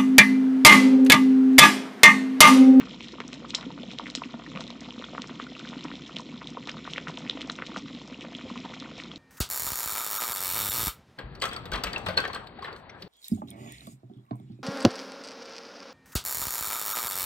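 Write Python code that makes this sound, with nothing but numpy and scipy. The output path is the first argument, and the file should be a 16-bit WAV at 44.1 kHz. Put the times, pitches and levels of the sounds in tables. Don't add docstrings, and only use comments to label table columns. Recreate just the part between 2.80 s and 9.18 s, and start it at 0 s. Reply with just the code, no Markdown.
import sys
import numpy as np
from scipy import signal
from scipy.fft import rfft, irfft, next_fast_len
from scipy.io import wavfile
from scipy.ndimage import map_coordinates

SR = 44100
rng = np.random.default_rng(int(sys.argv[2]) if len(sys.argv) > 2 else 0)


def unload_wav(signal):
    wavfile.write(
        sys.argv[1],
        SR,
        np.round(np.clip(np.atleast_2d(signal).T, -1, 1) * 32767).astype(np.int16),
    )


N = 281358

# (time [s], level [dB], nominal pitch [Hz], life [cycles])
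LOUD_POPS = [(.014, -18.5, 1370, 0.42), (.0732, -29.5, 1230, 0.82), (.207, -18, 2500, 0.76),
             (.2288, -35.5, 5200, 2), (.2443, -29, 3460, 2.5), (.2843, -23.5, 3700, 1.4),
             (.321, -27, 3970, 1.3), (.338, -35, 970, 1.8), (.384, -30, 1060, 1.6),
             (.4034, -13.5, 1050, 0.075), (.408, -20, 1320, 0.19), (.4168, -31, 1240, 0.89),
             (.4798, -20.5, 5250, 1.1), (.531, -12.5, 2310, 0.15), (.541, -24.5, 3950, 1.4),
             (.621, -32, 444, 0.76), (.6455, -29.5, 940, 1.5), (.6495, -26, 1180, 1.4),
             (.7058, -14, 3690, 1.16), (.7429, -14.5, 1490, 0.38), (.7568, -19.5, 3760, 1.8),
             (.786, -24.5, 780, 0.48), (.8106, -23, 3380, 1.5), (.8147, -31, 1030, .8),
             (.829, -20, 1280, .45), (.9042, -28, 845, 1.2), (.9776, -24.5, 980, 0.63),
             (1.0208, -31, 3220, 1.8), (1.0326, -25, 3220, 2.1), (1.034, -31, 550, 1.05),
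             (1.079, -33.5, 3380, 2), (1.107, -22, 2230, 0.67), (1.1148, -23.5, 3420, 1.8),
             (1.1354, -30.5, 3600, 1.8), (1.1867, -12, 3290, 1.1), (1.1971, -17.5, 977, 1.1),
             (1.2586, -23.5, 1990, 1.5), (1.2676, -17.5, 1720, 0.97), (1.301, -17.5, 3880, 1.3),
             (1.3747, -23, 2760, 1.2), (1.419, -18.5, 935, 1.5), (1.437, -21, 2480, 2.1),
             (1.5414, -20, 625, 0.31), (1.597, -24.5, 680, 0.4), (1.62, -32, 1180, 0.91),
             (1.6638, -26.5, 1760, 1.8), (1.7525, -26.5, 2170, 1.3), (1.76, -18, 2050, 0.57),
             (1.7726, -18.5, 1010, 0.62), (1.7745, -18, 2260, 0.76), (1.8076, -15.5, 3600, 0.84),
             (1.8078, -24, 1050, .7), (1.8393, -26.5, 3330, 1.6), (1.8675, -28.5, 3630, 2.4),
             (1.878, -24.5, 3520, 1.6), (1.902, -30.5, 930, 1.8), (1.9043, -20.5, 3620, 1.34),
             (2.0075, -20, 4260, .7), (2.089, -28.5, 770, 1), (2.1068, -24.5, 3060, 2.2),
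             (2.18, -32.5, 1090, 1), (2.1922, -24.5, 3190, 1.1), (2.1975, -32, 416, 0.75),
             (2.2235, -19.5, 1160, 0.56), (2.2413, -26.5, 3380, 4.6), (2.2416, -22.5, 1170, 0.78),
             (2.334, -27, 653, 0.76), (2.35, -21.5, 1080, 0.84), (2.3805, -14.5, 1205, 1.05),
             (2.3945, -28, 955, 0.93), (2.4198, -10, 3240, 0.52), (2.442, -21.5, 1150, 0.56),
             (2.4735, -28, 5170, 1.6), (2.4953, -21.5, 915, 0.46), (2.5987, -17, 1170, 1.04),
             (2.6668, -30.5, 1370, 2.8), (2.6401, -27.5, 3740, 1.3), (2.7515, -28.5, 2620, 2.6),
             (2.7653, -31, 1260, 1.7), (2.794, -19.5, 3300, 0.89), (2.7987, -29, 1370, 1.5),
             (2.851, -27.5, 1500, 1.7), (2.8745, -25.5, 3120, 1.7), (2.8895, -20.5, 3500, 1),
             (2.9305, -24, 920, 1), (2.9365, -23.5, 1700, 0.66), (3.009, -26, 3620, 2.2),
             (3.0406, -24.5, 5000, 1.7), (3.0463, -28, 905, 1), (3.0525, -18.5, 905, 0.66),
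             (3.0834, -24.5, 2250, 0.9), (3.102, -33, 940, 1.7), (3.1154, -20.5, 1450, 0.84),
             (3.155, -26, 3650, 2.7), (3.2624, -31.5, 3470, 2.9), (3.2778, -32, 5070, 1.8),
             (3.2946, -27.5, 1160, 0.8), (3.362, -22, 2970, 1.5), (3.3664, -13, 3100, 1.5),
             (3.3666, -32, 474, 0.42), (3.386, -19, 4000, 1.3), (3.3966, -28, 970, 2.4),
             (3.4055, -25.5, 5100, 1.3), (3.6175, -21, 1070, 0.64), (3.6726, -19, 3450, 1.7),
             (3.7031, -27.5, 5060, 1.3), (3.771, -21.5, 970, 1.5), (3.7755, -29, 470, 0.68),
             (3.8282, -27, 2180, 0.71), (3.8733, -21.5, 900, 0.52), (3.8736, -18, 3650, 1.1),
             (3.892, -13, 1830, 0.54), (3.895, -11.5, 2860, 0.72), (3.9155, -26, 4800, 3.3),
             (3.9436, -28.5, 970, 0.98), (3.969, -26.5, 1050, 0.85), (3.982, -34.5, 3390, 1.8),
             (4.0447, -30.5, 3470, 2.4), (4.052, -28, 1380, 1.5), (4.0675, -32.5, 3630, 2.3),
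             (4.0763, -19.5, 1040, 1.1), (4.1292, -31.5, 5400, 1.6), (4.1352, -12, 3120, 1.17),
             (4.161, -20.5, 1960, 1.9), (4.1713, -24, 2900, 1.9), (4.181, -6, 1460, 0.45),
             (4.272, -17, 1380, 1.2), (4.2833, -12, 1600, 0.27), (4.29, -22, 1090, 0.5),
             (4.296, -28, 955, 2), (4.3734, -17, 2960, 1.3), (4.387, -28.5, 5230, 1.8),
             (4.465, -27, 1880, 1.3), (4.4765, -25, 2320, 1.1), (4.4976, -8.5, 3570, 2.6),
             (4.4978, -19, 1100, 0.31), (4.5105, -20, 3030, 1.5), (4.573, -21.5, 795, .5),
             (4.5744, -28, 2880, 1.8), (4.6098, -17, 1920, 0.46), (4.617, -14, 3030, 1),
             (4.6745, -28, 5070, 1.2), (4.698, -15.5, 1384, 1.33), (4.699, -14, 3720, 2.5),
             (4.7186, -21, 5440, 0.99), (4.7551, -26.5, 3470, 1.6), (4.7629, -28.5, 5160, 1.2),
             (4.788, -16.5, 1310, 0.65), (4.8224, -13, 1485, 0.99), (4.8292, -26, 1670, 0.77),
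             (4.8658, -17, 2900, 0.46), (4.87, -21, 3730, 1.1), (4.9164, -29.5, 1370, 0.95),
             (4.9445, -30, 1110, 1), (4.962, -14, 1230, 0.81), (4.9707, -21.5, 800, 0.66),
             (4.9712, -16, 2840, 0.43), (4.9785, -20, 3050, 0.81), (4.9872, -32.5, 5320, 2.6),
             (5.1495, -27, 3030, 1.15), (5.2765, -28, 4830, 1.2), (5.3265, -31, 1190, 0.77),
             (5.3437, -29.5, 2640, 2.9), (5.4096, -23.5, 2860, 1), (5.447, -29.5, 505, 0.75),
             (5.45, -20.5, 1200, 0.3), (5.5504, -20, 3100, 2.1), (5.6117, -30, 1060, 0.79),
             (5.612, -30.5, 2260, 1.4), (5.7007, -27, 985, 1.7), (5.777, -18, 2400, 0.59),
             (5.851, -26, 950, 0.8), (5.8587, -24, 760, 0.7), (5.938, -22, 1370, 0.69),
             (5.9402, -34, 5100, 2.1), (6.0005, -19.5, 3900, 1.1), (6.0246, -25, 1150, .8),
             (6.1136, -30, 1270, 0.86), (6.1797, -30.5, 5080, 2.6), (6.2, -23, 2060, 0.87),
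             (6.237, -23, 3680, 1.7), (6.3154, -28, 3140, 4.3), (6.3156, -31, 1190, 0.78),
             (6.3594, -23, 3860, 1.9)]
# (rate [1/s], level [dB], level spread [dB], pitch [Hz], pitch spread [octaves])
WEAK_PLOPS = (6, -38.5, 4, 1201, 0.4)
WEAK_SNAPS = (10, -36, 2, 3100, 0.4)
WEAK_GLUGS = (8.5, -40.5, 2, 255.5, 0.23)
# (middle [s], length [s], level of a bubble [dB], pitch [Hz])
FOAM_PATCHES = [(0.008, .03, -29, 2020), (0.241, 0.034, -33, 3460), (0.543, 0.039, -33.5, 4060),
                (.635, .04, -45, 710), (0.697, 0.03, -33, 5100), (0.781, .07, -36, 1230),
                (1.115, 0.066, -37, 3640), (1.207, 0.037, -40.5, 1100), (1.274, .04, -33.5, 2950),
                (1.768, .04, -37.5, 770), (1.815, 0.045, -31, 4230), (2.345, .045, -38, 800),
                (2.613, .04, -31, 2090), (2.761, 0.025, -49, 2840), (3.159, 0.04, -37, 3130),
                (3.685, .055, -34.5, 3620), (3.892, 0.044, -30.5, 1700), (4.068, .03, -35.5, 1220),
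                (4.107, 0.039, -31.5, 4730), (4.295, .04, -31, 4030), (4.614, 0.036, -29, 3650),
                (4.725, 0.045, -37, 4950), (4.799, .045, -43, 980), (4.975, 0.031, -41, 1010),
                (4.981, 0.044, -30, 4320), (5.422, 0.039, -31, 3720), (5.564, .04, -47, 3280),
                (5.66, .045, -41.5, 584), (5.697, .04, -33.5, 2880), (5.849, 0.033, -37, 1220),
                (6.203, .06, -29.5, 3000)]
# (time [s], level [dB], contact pitch [Hz])
LADLE_TICKS = [(0.748, -4, 3580), (0.751, -6, 4650), (1.3514, -6.5, 3150), (1.3578, -12, 4510)]
# (frequency [Hz], density [dB per Hz])
STEEL_SPECTRUM = [(500, -24), (1900, -15), (2500, -11), (3150, 2), (3500, -7.5), (3900, 3.5), (4500, 1),
                  (5150, 3), (6200, -15.5), (7000, -5.5), (9000, -22.5)]
# (time [s], level [dB], nominal pitch [Hz])
LOUD_GLUGS = [(0.023, -34, 252), (.08, -40, 241), (0.333, -33.5, 335), (.39, -33, 240), (0.448, -32.5, 258),
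              (.527, -32, 255), (.795, -40, 165), (.865, -25.5, 259), (1.003, -30.5, 246),
              (1.082, -34.5, 200), (1.144, -35, 253), (1.375, -27.5, 256), (1.457, -31, 239),
              (1.543, -28, 227), (1.677, -35, 284), (1.749, -32, 185), (1.844, -35.5, 249),
              (2.076, -30.5, 227), (2.179, -30, 232), (2.394, -28.5, 234), (2.508, -29, 253),
              (2.626, -30.5, 238), (2.7, -33.5, 240), (2.894, -28.5, 224), (2.966, -27.5, 263),
              (3.05, -26, 280), (3.057, -39, 158), (3.138, -31.5, 270), (3.362, -35, 217),
              (3.46, -32.5, 273), (3.538, -32.5, 229), (3.717, -38, 227), (3.949, -38, 171),
              (4.093, -39.5, 158), (4.28, -32.5, 162.6), (4.341, -29.5, 259), (4.456, -33, 246),
              (4.552, -28.5, 255), (4.617, -32.5, 277), (4.647, -31, 269), (4.893, -32, 214),
              (4.972, -30.5, 207), (5.046, -32, 256), (5.052, -40.5, 161), (5.147, -30.5, 242),
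              (5.32, -30.5, 248), (5.389, -32, 233), (5.553, -31, 239), (5.637, -31.5, 246),
              (5.645, -46, 92), (5.712, -27, 223), (5.771, -28.5, 240), (5.847, -32, 276),
              (6.014, -31, 274)]
# (frequency [Hz], density [dB per Hz])
RUMBLE_SPECTRUM = [(20, -41.5), (38, -21.5), (72, -15.5), (100, -17), (125, -5.5), (156, -4.5), (200, -1),
                   (280, 1.5), (330, -5.5), (380, -11), (480, -16.5), (580, -29), (1000, -65.5)]
PLOP_SPECTRUM = [(200, -11.5), (380, 1), (500, 2), (660, 0.5), (800, 3), (980, 3), (1350, 0.5),
                 (1700, -0.5), (2500, 3), (5000, -42.5)]
SIZZLE_SPECTRUM = [(500, -19.5), (1200, -5.5), (1900, 4.5), (2600, 5), (3200, 11), (4000, 9.5), (4700, 7),
                   (5300, 4), (6300, -2.5), (7400, -2), (8300, -17), (9300, -51.5)]
# (time [s], level [dB])
RUMBLE_LEVEL = [(0.0, -41.5), (0.32, -47.5), (0.94, -44.5), (1.4, -47.5), (1.78, -44.5), (2.24, -45.5),
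                (2.49, -45), (4.01, -46.5), (4.18, -45), (5.4, -47), (5.65, -46), (6.38, -44.5)]
GURGLE_LEVEL = [(0, -47), (.28, -51), (.45, -47.5), (.7, -49.5), (.85, -47), (1.2, -49.5), (1.5, -50.5),
                (1.8, -47.5), (2.13, -50), (2.33, -48.5), (2.7, -47.5), (3, -47), (3.7, -49.5),
                (4.15, -46.5), (4.9, -46), (5.08, -52), (5.8, -45), (6.38, -48)]
SURFACE_LEVEL = [(0.0, -46.5), (0.5, -49.5), (0.66, -50), (1.14, -48), (1.26, -49), (1.53, -48.5),
                 (1.9, -50), (2.15, -47), (2.72, -47.5), (3.0, -46.5), (3.43, -48.5), (3.71, -49.5),
                 (4.14, -47), (4.85, -48), (5.1, -47.5), (5.4, -50.5), (5.81, -46), (6.38, -49.5)]
# (frequency [Hz], width [Hz], level [dB])
POT_BANDS = [(156.6, 8.2, 6.5), (186.5, 5.9, 2.5), (235.7, 11, 4), (505.3, 27, 8.5), (661, 45, 4),
             (818, 76, -14.5), (1645, 230, -12), (4620, 520, -15), (6500, 47000, 0)]
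# (frequency [Hz], time to fall 60 dB [s])
KITCHEN_DECAY = [(200, 0.16), (1000, 0.11), (3500, 0.16), (5500, 0.2), (9000, 0.08)]

TEAR_S = 0.00006
WALL_DELAY_S, WALL_DB = (.0007, .0024), -13
DROPLET_TOP_DB = -35
PLOP_CYCLES, SNAP_CYCLES, LIFE_SPREAD_OCTAVES = 1, 1.6, 0.3
CROWD_FOLLOWS = 0.91
FROTH_SPREAD_DB, FROTH_FADE_DB, FROTH_OCTAVES = 4, 11.5, 0.69
CONTACT_CYCLES = 1.14
CLACK_DB, CLACK_T60_S, RING_DB, RING_T60_S = -16.5, 0.011, -34.5, 0.13
RUMBLE_DB, PLOP_DB, SIZZLE_DB = -0.88, -5, -3.5
SURGE_DB, SURGES_PER_S = 1.3, 18
TOP_HZ = 9280


def pops():
    plops = weak_pops(WEAK_PLOPS, PLOP_CYCLES)
    snaps = weak_pops(WEAK_SNAPS, SNAP_CYCLES)
    s, db, hz, life = np.vstack([LOUD_POPS, plops, snaps]).T
    thinning = spatter(s, db - 21, hz, delay=-0.0032, spread=0.38, count=2)
    opening = np.hypot(0.46 * np.sqrt(np.abs(life)), TEAR_S * hz)[:, None]
    ring = bubbles(s, db, hz, life, onset=opening, rise=0.14, length=.02)
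    kick_db = db - 13 - 20 * np.log10(np.maximum(hz / 1300, 1))
    kick_life = np.full(len(s), .5)
    kick = bubbles(s + .55 / hz, kick_db, 1.51 * hz, kick_life, onset=0.7, rise=0, length=.004)
    echo_s = s + rng.uniform(*WALL_DELAY_S, len(s))
    echo = bubbles(echo_s, db + WALL_DB, hz, life, onset=opening, rise=0.062, length=.02)
    slump_db = db - 12.0 - 30 * np.log10(np.maximum(hz / 1000, 1))
    slump_hz = 470 * np.exp(0.18 * rng.standard_normal(len(s)))
    slump_life = np.full(len(s), 0.8)
    slump = bubbles(s, slump_db, slump_hz, slump_life, onset=0.64, rise=0, length=0.022)
    spray_db = np.minimum(db - 13.0 + 8 * np.log10(hz / 2500), DROPLET_TOP_DB)
    spray = spatter(s, spray_db, hz, delay=0.0074, spread=.75, count=3)
    return amp(3.0) * (thinning + ring + kick + echo + slump + spray)


def weak_pops(kind, cycles):
    s, db, hz = crowd(SURFACE_LEVEL, *kind)
    stretch = 2 ** (LIFE_SPREAD_OCTAVES * rng.uniform(-0.91, 1, len(s)))
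    return np.transpose([s, db - 10 * np.log10(stretch), hz, cycles * stretch])


def crowd(boil, per_s, db, spread_db, hz, spread_octaves):
    count = int(per_s * N / SR)
    when, size, pitch = rng.standard_normal((count, 3)).T
    s = (np.arange(count) + .5 + .5 * when) / per_s
    boil_s, boil_db = np.transpose(boil)
    swell_db = CROWD_FOLLOWS * (np.interp(s, boil_s, boil_db) - boil_db.mean())
    bubble_db = db + swell_db + spread_db * np.clip(size, -2, 1)
    bubble_hz = hz * 2 ** (spread_octaves * np.clip(pitch, -2, 2))
    return s, bubble_db, bubble_hz


def spatter(s, db, hz, delay, spread, count):
    when, size, pitch = np.moveaxis(rng.standard_normal(size=(len(s), count, 3)), 2, 0)
    tick_s = s[:, None] + delay * np.exp(spread * when)
    tick_db = db[:, None] + 3 * np.tanh(size)
    tick_hz = np.sqrt(hz[:, None] * 2700) * np.exp(.35 * pitch)
    life = np.full(when.size, 1.2)
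    return bubbles(tick_s.ravel(), tick_db.ravel(), tick_hz.ravel(), life, onset=.5, rise=.1, length=.006)


def bubbles(s, db, hz, life, onset, rise, length):
    t = np.arange(int(length * SR)) / SR
    cycles = hz[:, None] * t
    age = cycles / np.maximum(life, .3)[:, None]
    phase = cycles * (1 + rise * (.5 - np.exp(-age / 2)))
    swell = 1 - np.exp(-(cycles / onset) ** 2)
    flow = np.exp(-age) * swell * np.sin(2 * np.pi * phase)
    pressure = np.gradient(flow, axis=1) * SR / (2 * np.pi * hz[:, None])
    where = np.round(np.abs(s) * SR).astype(int)[:, None] + np.arange(len(t))
    return np.bincount(where.ravel(), (amp(db)[:, None] * pressure).ravel(), N)[:N]


def froth():
    count = 20
    s, length, db, hz = np.transpose(FOAM_PATCHES)[:, :, None]
    when, size, pitch = np.moveaxis(rng.uniform(-1, 1, (len(FOAM_PATCHES), count, 3)), 2, 0)
    share = (np.arange(count) + .5 + .5 * when) / count
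    burst_s = s + length * (share - .5)
    burst_db = db + FROTH_SPREAD_DB * size - FROTH_FADE_DB * (2 * share - 1) ** 2
    burst_hz = hz * 2 ** (FROTH_OCTAVES * pitch)
    life = np.full(when.size, 1.4)
    return bubbles(burst_s.ravel(), burst_db.ravel(), burst_hz.ravel(), life, onset=.4, rise=.1, length=.012)


def ticks():
    s, db, hz = np.transpose(LADLE_TICKS)
    life = np.full(len(s), CONTACT_CYCLES)
    contact = bubbles(s, db + 2, hz, life, onset=0.49, rise=0.05, length=.008)
    t = np.arange(SR // 8) / SR
    decay = amp(CLACK_DB - 60 * t / CLACK_T60_S) + amp(RING_DB - 60 * t / RING_T60_S)
    envelope = np.zeros(N)
    for start, level in zip(s, db):
        envelope[round(start * SR):][:len(t)] += amp(level) * decay
    return contact + envelope * coloured(rng.standard_normal(N), STEEL_SPECTRUM)


def glugs():
    s, db, hz = np.hstack([np.transpose(LOUD_GLUGS), crowd(RUMBLE_LEVEL, *WEAK_GLUGS)])
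    return bubbles(s, db + 1.8, hz, np.full(len(s), 2.3), onset=0.55, rise=0.1, length=.09)


def simmer():
    (rumble_db,), (gurgle_db,), (surface_db,) = curves(RUMBLE_LEVEL), curves(GURGLE_LEVEL), curves(SURFACE_LEVEL)
    heave = amp(2.2 * np.tanh(wobble(22)))
    rumble = heave * coloured(rng.standard_normal(N), RUMBLE_SPECTRUM)
    soft = unit(swarm(rate=220, low_hz=503, high_hz=1780, life=1.1, range_db=23, length=0.014))
    plops = coloured(soft + amp(5.0) * rng.standard_normal(N), PLOP_SPECTRUM)
    fine = swarm(rate=800, low_hz=1840, high_hz=7000, life=2.1, range_db=13, length=.006)
    clumps = unit(fine * amp(3 * np.tanh(wobble(40))))
    pinpricks = unit(swarm(rate=45, low_hz=5070, high_hz=7760, life=2.7, range_db=19.5, length=.004))
    hiss = amp(0.5) * rng.standard_normal(N)
    sizzle = coloured(clumps + amp(-22.0) * pinpricks + hiss, SIZZLE_SPECTRUM)
    surge_db = SURGE_DB * np.tanh(wobble(SURGES_PER_S))
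    deep = amp(rumble_db + RUMBLE_DB) * rumble
    gurgle = amp(gurgle_db + PLOP_DB + surge_db) * plops
    surface = amp(surface_db + SIZZLE_DB + surge_db) * sizzle
    return deep + gurgle + surface


def swarm(rate, low_hz, high_hz, life, range_db, length):
    when, size, pitch, damping = rng.random((int(rate * N / SR), 4)).T
    hz = low_hz * (high_hz / low_hz) ** pitch
    db = -range_db * np.sqrt(size) + 10 * np.log10(hz / low_hz)
    return bubbles(when * N / SR, db, hz, life * (.5 + damping), onset=0.2, rise=0.18, length=length)


def pot(x):
    def band(f, hz, width, db):
        damping = 1j * f * width
        return 1 + (amp(db) - 1) * damping / (hz * hz - f * f + damping)

    return filtered(x, lambda f: np.prod([band(f, *row) for row in POT_BANDS], axis=0))


def kitchen(x):
    hz, t, z = signal.stft(rng.standard_normal(SR // 2), SR, nperseg=256)
    decay = amp(-60 * t / along(KITCHEN_DECAY, hz)[:, None])
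    tail = signal.istft(z * decay, SR, nperseg=256)[1]
    delayed = np.pad(x, (int(0.0034 * SR), 0))
    return signal.fftconvolve(delayed, tail / np.linalg.norm(tail))[:N]


def hum():
    mains_hz = 60
    return amp(-62.5 + 1.8 * wobble(14)) * np.sin(2 * np.pi * mains_hz * np.arange(N) / SR)


def amp(db):
    return 10 ** (np.asarray(db) / 20)


def unit(x):
    return x / np.sqrt(np.mean(x ** 2) + 1e-20)


def along(points, hz):
    f, v = np.transpose(points)
    return np.interp(np.log(hz + 1), np.log(f + 1), v)


def curves(rows):
    s, *cols = np.transpose(rows)
    return [np.interp(np.arange(N) / SR, s, c) for c in cols]


def wobble(rate):
    knots = rng.standard_normal(int(N * rate / SR) + 4)
    return map_coordinates(knots, [np.arange(N) * rate / SR])


def filtered(x, response):
    m = next_fast_len(N + SR // 2)
    return irfft(rfft(x, m) * response(np.fft.rfftfreq(m, 1 / SR)), m)[:N]


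def coloured(x, spectrum, size=8192):
    cepstrum = irfft(np.log(amp(along(spectrum, np.fft.rfftfreq(size, 1 / SR)))))
    one_sample = np.exp(-2j * np.pi * np.arange(size // 2 + 1) / size)
    response = irfft(np.exp(rfft(2 * cepstrum[1:size // 2], size) * one_sample))
    return unit(signal.fftconvolve(x, response)[:N])


def scene():
    near = pops() + froth() + glugs() + ticks()
    room = amp(-14.5) * kitchen(near)
    mono = pot(near + room + simmer()) + hum()
    return np.array([mono, mono])


def record(dry):
    knee_hz = 8300

    def response(hz):
        return (hz < TOP_HZ) / np.sqrt(1 + (hz / knee_hz) ** 36)

    return np.array([filtered(x, response) for x in dry])


dry = scene()
out = record(dry)
unload_wav(out)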